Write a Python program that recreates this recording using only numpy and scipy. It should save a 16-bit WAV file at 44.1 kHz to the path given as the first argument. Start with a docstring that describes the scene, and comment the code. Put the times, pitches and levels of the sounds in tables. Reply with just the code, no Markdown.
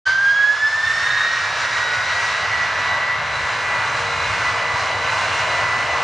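"""A rising fan whine over rushing air: a twin-engined jet airliner spools up and starts its take-off roll,
a few hundred metres away across an airfield. The two fans whine at blade rate and beat against each other.
Exhaust roar and rumble grow under the rush of the intakes and a faint turbine whistle. As the blade tips
go supersonic a buzz of shaft harmonics joins in. The moving air makes everything waver."""
import sys
import numpy as np
from scipy import signal
from scipy.fft import rfft, irfft
from scipy.io import wavfile
from scipy.ndimage import map_coordinates

SR = 44100
rng = np.random.default_rng(int(sys.argv[2]) if len(sys.argv) > 2 else 0)


def store_wav(level_fs):
    """Save 16-bit WAV to argv[1]."""
    pcm = np.round(np.clip(np.atleast_2d(level_fs), -1, 1) * 32767)
    wavfile.write(sys.argv[1], SR, pcm.T.astype(np.int16))


N = 265923
TIME_S = np.arange(N) / SR
FREQ_HZ = np.fft.rfftfreq(N, 1 / SR)
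BLADES, FULL_SHAFT_HZ = 38, 52.47


def undb(db):
    """Decibels to gain."""
    return 10 ** (np.asarray(db) / 20)


def curves(table):
    """Columns of a timed table, one value a sample."""
    time_s, *columns = np.transpose(table)
    return [np.interp(TIME_S, time_s, column) for column in columns]


def at_pitch(table, hz):
    """Interpolate a spectrum on a log frequency axis."""
    freq_hz, level_db = np.transpose(table)
    return np.interp(np.log(np.maximum(hz, 1)), np.log(freq_hz), level_db)


def walk(rate_hz):
    """Smooth random drift of unit spread."""
    drift = signal.resample_poly(rng.standard_normal(2048), 8, 1)
    return np.interp(TIME_S * rate_hz * 8, np.arange(len(drift)), drift)


def tone(cycles, waver_db, waver_hz, smear_rad):
    """Sine of rms near one; eddies on its path shake level and phase."""
    phase = 2 * np.pi * (cycles + rng.random()) + smear_rad * walk(waver_hz)
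    return np.sqrt(2) * np.sin(phase) * undb(waver_db * walk(waver_hz))


def turbulence(spectrum, flicker_db, flicker_hz):
    """Coloured noise of unit rms whose octaves flicker separately."""
    coloured = rfft(rng.standard_normal(N)) * undb(at_pitch(spectrum, FREQ_HZ))
    octave = np.log2(np.clip(FREQ_HZ, spectrum[0][0], spectrum[-1][0]))
    out = 0
    for centre in range(int(octave[0]), int(octave[-1]) + 2):
        band = irfft(coloured * np.maximum(1 - np.abs(octave - centre), 0), N)
        out = out + band * undb(flicker_db * walk(flicker_hz))
    return out / np.sqrt(np.mean(out ** 2))


def shaft_hz():
    """Spool-up: a steady climb hands over softly to an exponential settling on take-off speed."""
    climb_hz = 39.9 + 9.05 * TIME_S
    settle_hz = FULL_SHAFT_HZ - 8.04 * np.exp(-TIME_S / 1.31)
    handover_hz = 0.745
    return -handover_hz * np.logaddexp(-climb_hz / handover_hz, -settle_hz / handover_hz)


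# Treble swell in moving air: time_s, level_db
TREBLE_SWELL = [(0.06, 2), (0.17, -0.5), (0.33, 0.5), (0.68, 2), (1.0, 3.5), (1.17, 3), (1.62, 4.5),
                (1.8, 4), (1.93, 2.5), (2.29, 4.5), (2.39, 2.6), (2.6, 2.5), (2.82, 2.5), (3.17, -1),
                (3.4, 0.7), (3.62, 1), (3.79, -0.5), (3.99, 1.9), (4.2, 1.6), (4.5, 3), (4.65, 0.5),
                (4.82, 3), (5.0, 1), (5.18, 3.5), (5.33, 3.5), (5.5, 2.6), (5.65, 2), (5.88, 1.5),
                (6.03, 2.5)]
# Level laws by layer: full_speed_db, db_per_shaft_hz, db_per_s, swell_share
LEVEL_LAWS = { "roar": (-32.5, 0.9, 1.1, 0.17), "rush": (-24.5, 1.1, -1.21, 0.86),
              "rasp": (-39.5, 1.3, 0.54, 1.32), "hiss": (-33, 0.37, -0.06, 1.51),
              "whistle": (-54.5, -0.25, -0.57, 3), "third": (-48.5, 0.15, -1.4, 1.5),
              "fourth": (-67, -1.0, -0.5, 1.5), }

def layer_gain(layer):
    """Gain from fan speed, progress along the runway and treble swell."""
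    full_speed_db, db_per_shaft_hz, db_per_s, swell_share = LEVEL_LAWS[layer]
    speed_db = full_speed_db + db_per_shaft_hz * (shaft_hz() - FULL_SHAFT_HZ)
    return undb(speed_db + db_per_s * TIME_S + swell_share * curves(TREBLE_SWELL)[0])


# Intake beam lobes: centre_s, shaft_order, half_width_s, peak_db
BEAM_LOBES = [(.48, 152, .2, -50), (.65, 114, .2, -44), (1.02, 114, .1, -43), (1.14, 34, .12, -29),
              (1.15, 35, .15, -27.5), (1.2, 36, .2, -32), (1.25, 85, .15, -46), (1.32, 114, .1, -45),
              (1.45, 47, .3, -39.5), (1.52, 35, .14, -33), (1.55, 34, .16, -32), (1.97, 29, .18, -26.5),
              (2.2, 47, .15, -38), (2.68, 34, .14, -33), (2.8, 47, .15, -39), (2.8, 54, .15, -41),
              (4.3, 47, .2, -40), (4.42, 29, .13, -34), (5.2, 29, .2, -33), (5.25, 47, .3, -39),
              (5.4, 41, .2, -37), (5.3, 54, .2, -40), (5.42, 55, .18, -39.5), (5.35, 52, .3, -39.5)]

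def flare(order):
    """Gain of one shaft harmonic as lobes of the intake's beam sweep past the listener."""
    return sum(undb(peak_db) * np.exp(-((TIME_S - centre_s) / half_width_s) ** 2)
               for centre_s, shaft_order, half_width_s, peak_db in BEAM_LOBES if shaft_order == order)


def shock_flutter():
    """Rough gain on the blade tone while the first shocks come and go at the tips."""
    depth = 0.18 * np.exp(-((TIME_S - 1.25) / 0.25) ** 2)
    return (1 + depth * walk(rate_hz=260)) / np.sqrt(1 + depth ** 2)


# Blade tone as it carries over the field: time_s, level_db
BLADE_LEVEL = [(0.06, -26), (0.2, -23.5), (0.29, -18.5), (0.335, -18), (0.355, -24), (0.375, -19),
               (0.5, -17), (0.585, -26), (0.64, -16.5), (0.7, -22.5), (0.79, -22.5), (0.9, -20.5),
               (1.08, -25), (1.3, -23), (1.52, -33.5), (1.84, -26.5), (2.02, -31), (2.2, -24), (2.38, -31),
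               (2.62, -23), (2.73, -32), (2.87, -25), (3.13, -24.5), (3.25, -34.5), (3.44, -29),
               (3.55, -38.5), (3.65, -28.5), (3.78, -26.5), (3.88, -31.5), (4.2, -34), (4.36, -34),
               (4.49, -23), (4.56, -33.5), (4.63, -27), (4.76, -29), (4.88, -28.5), (5.15, -31.5),
               (5.35, -34.5), (5.64, -24.5), (5.81, -30), (5.89, -26.5), (6.03, -28.5)]
# Its octave: time_s, level_db
OCTAVE_LEVEL = [(0.06, -45.5), (0.2, -49), (0.42, -37.5), (0.58, -44), (0.67, -40), (0.77, -46),
                (0.87, -33.5), (0.95, -38), (1.21, -30.5), (1.36, -38.5), (1.7, -40.5), (1.87, -35),
                (2.02, -40.5), (2.13, -35), (2.25, -42.5), (2.4, -37.5), (2.52, -54.5), (2.9, -39),
                (3.15, -48.5), (3.3, -43), (3.7, -46), (4.1, -40), (4.25, -36.5), (4.36, -47), (4.7, -45),
                (5.08, -39.5), (5.38, -45.5), (5.53, -36.5), (5.65, -50), (6.03, -47)]
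# Higher overtones: layer, blade_multiple, waver_db, waver_hz, smear_rad
BLADE_OVERTONES = [("third", 3, 3.5, 85, 1.3), ("fourth", 4, 2.8, 80, 1.3)]

def fan_whine(turns):
    """Blade-passing tone of one fan; its overtones scatter more in the air and fade in and out."""
    passes = BLADES * turns + 0.064 * walk(rate_hz=9.8)  # slow eddies vary the path length
    fundamental = tone(passes, waver_db=1.3, waver_hz=70, smear_rad=0.3) * shock_flutter()
    octave = tone(2 * passes, waver_db=2.6, waver_hz=70, smear_rad=0.8)
    out = undb(curves(BLADE_LEVEL)[0] + 0.66) * fundamental
    out += undb(curves(OCTAVE_LEVEL)[0] + 0.5) * octave
    for layer, multiple, waver_db, waver_hz, smear_rad in BLADE_OVERTONES:
        gain = np.hypot(layer_gain(layer), flare(multiple * BLADES))
        out += gain * tone(multiple * passes, waver_db, waver_hz, smear_rad)
    return out


# Spectral dips: centre_hz, half_width_hz, gain_db
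DIPS = [(864, 43, 0.5), (2446, 100, -3), (3280, 170, -4.5), (4600, 81, -7)]

def hollow(x):
    """Steady dips give the airflow a hollow, ringing colour."""
    shape_db = sum(gain_db * np.exp(-((FREQ_HZ - centre_hz) / half_width_hz) ** 2)
                   for centre_hz, half_width_hz, gain_db in DIPS)
    return irfft(rfft(x) * undb(shape_db), N)


def follow_shaft(x, share):
    """Raise the pitch of a noise by a share of the fan's rise in speed."""
    pace = (shaft_hz() / FULL_SHAFT_HZ) ** share
    return map_coordinates(x, [np.cumsum(pace)], mode="mirror")


# Intake spectra at full speed: freq_hz, density_db
RUSH_SPECTRUM = [(200, -56), (500, -14), (840, -24), (980, -9.5), (1250, -2.5), (1600, 1.5), (1850, -5),
                 (2150, -5), (2500, -11.5), (3400, -22), (5000, -53), (10000, -80)]
RASP_SPECTRUM = [(600, -59), (1900, -7), (2250, 3), (2500, 3.5), (2750, 2), (2950, 2.5), (3250, -2.5),
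                 (4000, -41), (10000, -70.5)]
HISS_SPECTRUM = [(300, -43), (1500, 10), (2500, -1.5), (3300, 3.5), (3800, -1), (4250, 3), (4520, -1.5),
                 (4800, -2), (5800, -2), (7000, -6), (8100, -13.5), (9500, -18.5), (11000, -31),
                 (12300, -54)]

def intake():
    """Air drawn through the fans: rush and rasp climb with the shaft, hiss holds its pitch."""
    rush = follow_shaft(turbulence(RUSH_SPECTRUM, flicker_db=1.0, flicker_hz=19), share=0.25)
    rasp = follow_shaft(turbulence(RASP_SPECTRUM, flicker_db=1.5, flicker_hz=26), share=0.5)
    hiss = turbulence(HISS_SPECTRUM, flicker_db=0.57, flicker_hz=20)
    return hollow(layer_gain("rush") * rush + layer_gain("rasp") * rasp + layer_gain("hiss") * hiss)


# Turbine band: freq_hz, density_db
WHISTLE_SPECTRUM = [(4500, -39), (4700, -6), (4790, 0), (4890, -4), (5100, -40)]

def turbine_whistle():
    """Faint narrow-band whistle of a turbine stage, steady in pitch."""
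    return layer_gain("whistle") * turbulence(WHISTLE_SPECTRUM, flicker_db=2.5, flicker_hz=9)


# Exhaust spectra: freq_hz, density_db
RUMBLE_SPECTRUM = [(20, -61), (30, -44), (50, -14.5), (75, -5.5), (102, 0), (135, -5), (180, -13),
                   (250, -22), (500, -61.5)]
ROAR_SPECTRUM = [(50, -50.5), (150, -24.5), (260, -17.5), (390, -13.5), (500, -9.5), (630, -1.5), (820, -4),
                 (1050, 1.5), (1600, -16), (3000, -52.5), (8000, -68)]
# Rumble growth: time_s, level_db
RUMBLE_LEVEL = [(0.4, -55), (1.0, -46.5), (2.6, -42.5), (3.7, -40), (4.75, -39.5), (5.1, -39.5),
                (6.03, -41)]

def exhaust():
    """The turbulent jets rumble and roar, louder as the engines spool up."""
    rumble = turbulence(RUMBLE_SPECTRUM, flicker_db=1.86, flicker_hz=7.5)
    roar = turbulence(ROAR_SPECTRUM, flicker_db=1.5, flicker_hz=8.6)
    return undb(curves(RUMBLE_LEVEL)[0] + 2.1) * rumble + hollow(layer_gain("roar") * roar)


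# Chief shaft harmonics: shaft_order, level_db
CHIEF_HARMONICS = [(9, -42.5), (11, -45.5), (12, -44), (15, -44), (17, -40), (18, -38.5), (19, -36.5),
                   (20, -36), (22, -35.5), (23, -38), (25, -41.5), (26, -38), (27, -38), (29, -39.5),
                   (34, -40.5), (40, -39.5), (41, -39), (47, -41.5), (52, -47), (54, -46), (55, -48)]
# Envelope of the other harmonics: full_speed_pitch_hz, level_db
OTHER_HARMONICS = [(400, -56), (800, -46), (1300, -45), (1600, -43), (1850, -42.5), (1950, -50),
                   (2200, -44.5), (2550, -50.5), (2850, -48.5), (3300, -57), (3900, -53), (4500, -58),
                   (5200, -60)]
# Buzz onset, low orders last: shaft_order, trim_db, half_gain_shortfall_hz
BUZZ_ONSET = [(9, -2.1, 1.16), (19, -3, 2.8), (34.2, -0.25, 4.7)]

def shock_buzz(turns, orders, waver_db, waver_hz):
    """Supersonic tips carry unequal shocks, so shaft harmonics sound; eddies blur the high ones most."""
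    chief_db = dict(CHIEF_HARMONICS)
    shortfall_hz = FULL_SHAFT_HZ - shaft_hz()
    onset_orders, trim_db, half_gain_hz = np.transpose(BUZZ_ONSET)
    out = np.zeros(N)
    for order in orders:
        level_db = chief_db.get(order, at_pitch(OTHER_HARMONICS, order * FULL_SHAFT_HZ))
        level_db += np.interp(order, onset_orders, trim_db)
        growth = 1 / (1 + (shortfall_hz / np.interp(order, onset_orders, half_gain_hz)) ** 2)
        gain = np.hypot(undb(level_db) * growth, flare(order))
        out += gain * tone(order * turns, waver_db, waver_hz, smear_rad=0.28 * order / BLADES)
    return out


# Near fan hunting around take-off speed: time_s, shaft_offset_hz
NEAR_FAN = [(3.4, 0), (4.2, -.07), (4.6, .07), (5.0, .09), (5.4, -.07), (6.03, 0)]
# Far fan relative to the near one: time_s, slip_hz, level_db
FAR_FAN = [(0.06, 1.0, -13), (0.3, 0.7, -17), (0.47, 0.55, -16), (0.6, -0.1, -8), (0.75, -0.5, -4.5),
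           (0.88, -0.76, -2.5), (1.05, -0.82, -1), (1.22, -0.77, -3), (1.5, -0.8, -8), (2, -0.4, -9),
           (3.1, -0.12, -13), (4, 0.2, -11), (4.7, 0.24, -8), (5, -0.38, -5), (5.5, -0.15, -8),
           (6.03, 0.3, -8)]

def twin_fans():
    """Whine and buzz of two fans that beat at nearly equal speed; the fuselage partly hides the far one."""
    slip_hz, far_db = curves(FAR_FAN)
    near_turns = np.cumsum(shaft_hz() + curves(NEAR_FAN)[0]) / SR
    far_turns = near_turns + np.cumsum(slip_hz) / SR
    far_gain = undb(far_db)
    whine = (fan_whine(near_turns) + far_gain * fan_whine(far_turns)) / np.sqrt(1 + far_gain ** 2)
    near_orders = [order for order in range(8, 100) if order % BLADES]
    far_orders = [order for order, _ in CHIEF_HARMONICS]
    near_buzz = shock_buzz(near_turns, near_orders, waver_db=2.7, waver_hz=5)
    far_buzz = shock_buzz(far_turns, far_orders, waver_db=3, waver_hz=4)
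    far_onset = np.interp(shaft_hz(), [50.5, FULL_SHAFT_HZ], [0, 1])
    return whine, near_buzz + far_onset * undb(far_db - 1.5) * far_buzz


# Top range, carried in soft gusts: time_s, gain_db
TOP_GAIN = [(0.06, -6), (0.65, -2.5), (0.95, 1), (1.25, -3.5), (1.62, -2.5), (2.2, -1.7), (2.7, -4.5),
            (3.3, -1.5), (3.55, 1.5), (4.4, 0.2), (4.9, -1.5), (5.2, 0.7), (6.03, -0.5)]

def air_absorption(x, edge_hz):
    """Air swallows the top range unevenly, and less as the aircraft nears."""
    highpass = 1 - 1 / (1 + (FREQ_HZ / edge_hz) ** 8)
    treble = irfft(rfft(x) * highpass, N)
    return x + treble * (undb(curves(TOP_GAIN)[0]) - 1)


# Stereo balance: freq_hz, left_minus_right_db
BALANCE = [(60, -2.5), (125, -1), (280, 2), (600, 1.7), (1100, 0.5), (1700, -3), (2200, 1.5), (4000, 0.5),
           (8000, 0)]
# Diffuse side share: freq_hz, level_db
SIDE_SHARE = [(30, -8.5), (70, -19), (250, -10), (600, -15.5), (1500, -16), (2500, -13), (5000, -13.5),
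              (9000, -11.5)]

def stereo_scatter(x, decay_s):
    """Direct sound reaches both sides together; scatter from ground and buildings differs between them."""
    lag_s = TIME_S[:SR // 4]
    scatter = rfft(rng.standard_normal(len(lag_s)) * np.exp(-lag_s / decay_s), N)
    direct = rfft(x)
    side = direct * np.exp(1j * np.angle(scatter)) * undb(at_pitch(SIDE_SHARE, FREQ_HZ))
    lean = undb(at_pitch(BALANCE, FREQ_HZ) / 2)
    return np.array([irfft(direct * lean + side, N), irfft(direct / lean - side, N)])


def scene():
    """The aircraft heard through gusty air, which shakes the upper range most."""
    whine, buzz = twin_fans()
    jets = exhaust()
    upper = buzz + intake() + turbine_whistle()
    shimmer = undb(0.63 * walk(rate_hz=17))
    aircraft = whine + jets + upper * shimmer
    return stereo_scatter(air_absorption(aircraft, edge_hz=6400), decay_s=0.041)


def record(dry):
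    """The sound opens quickly and a little loud, then settles; the top is cut."""
    start_s, rise_s, boost_db, settle_s, cutoff_hz = 0.054, 0.018, 9.5, 0.23, 11900
    age_s = np.maximum(TIME_S - start_s, 0)
    opening = np.minimum(age_s / rise_s, 1) * undb(boost_db * np.exp(-age_s / settle_s))
    lowpass = signal.ellip(8, 0.2, 70, cutoff_hz, fs=SR, output="sos")
    return signal.sosfilt(lowpass, dry * opening)


dry = scene()
out = record(dry)
store_wav(out)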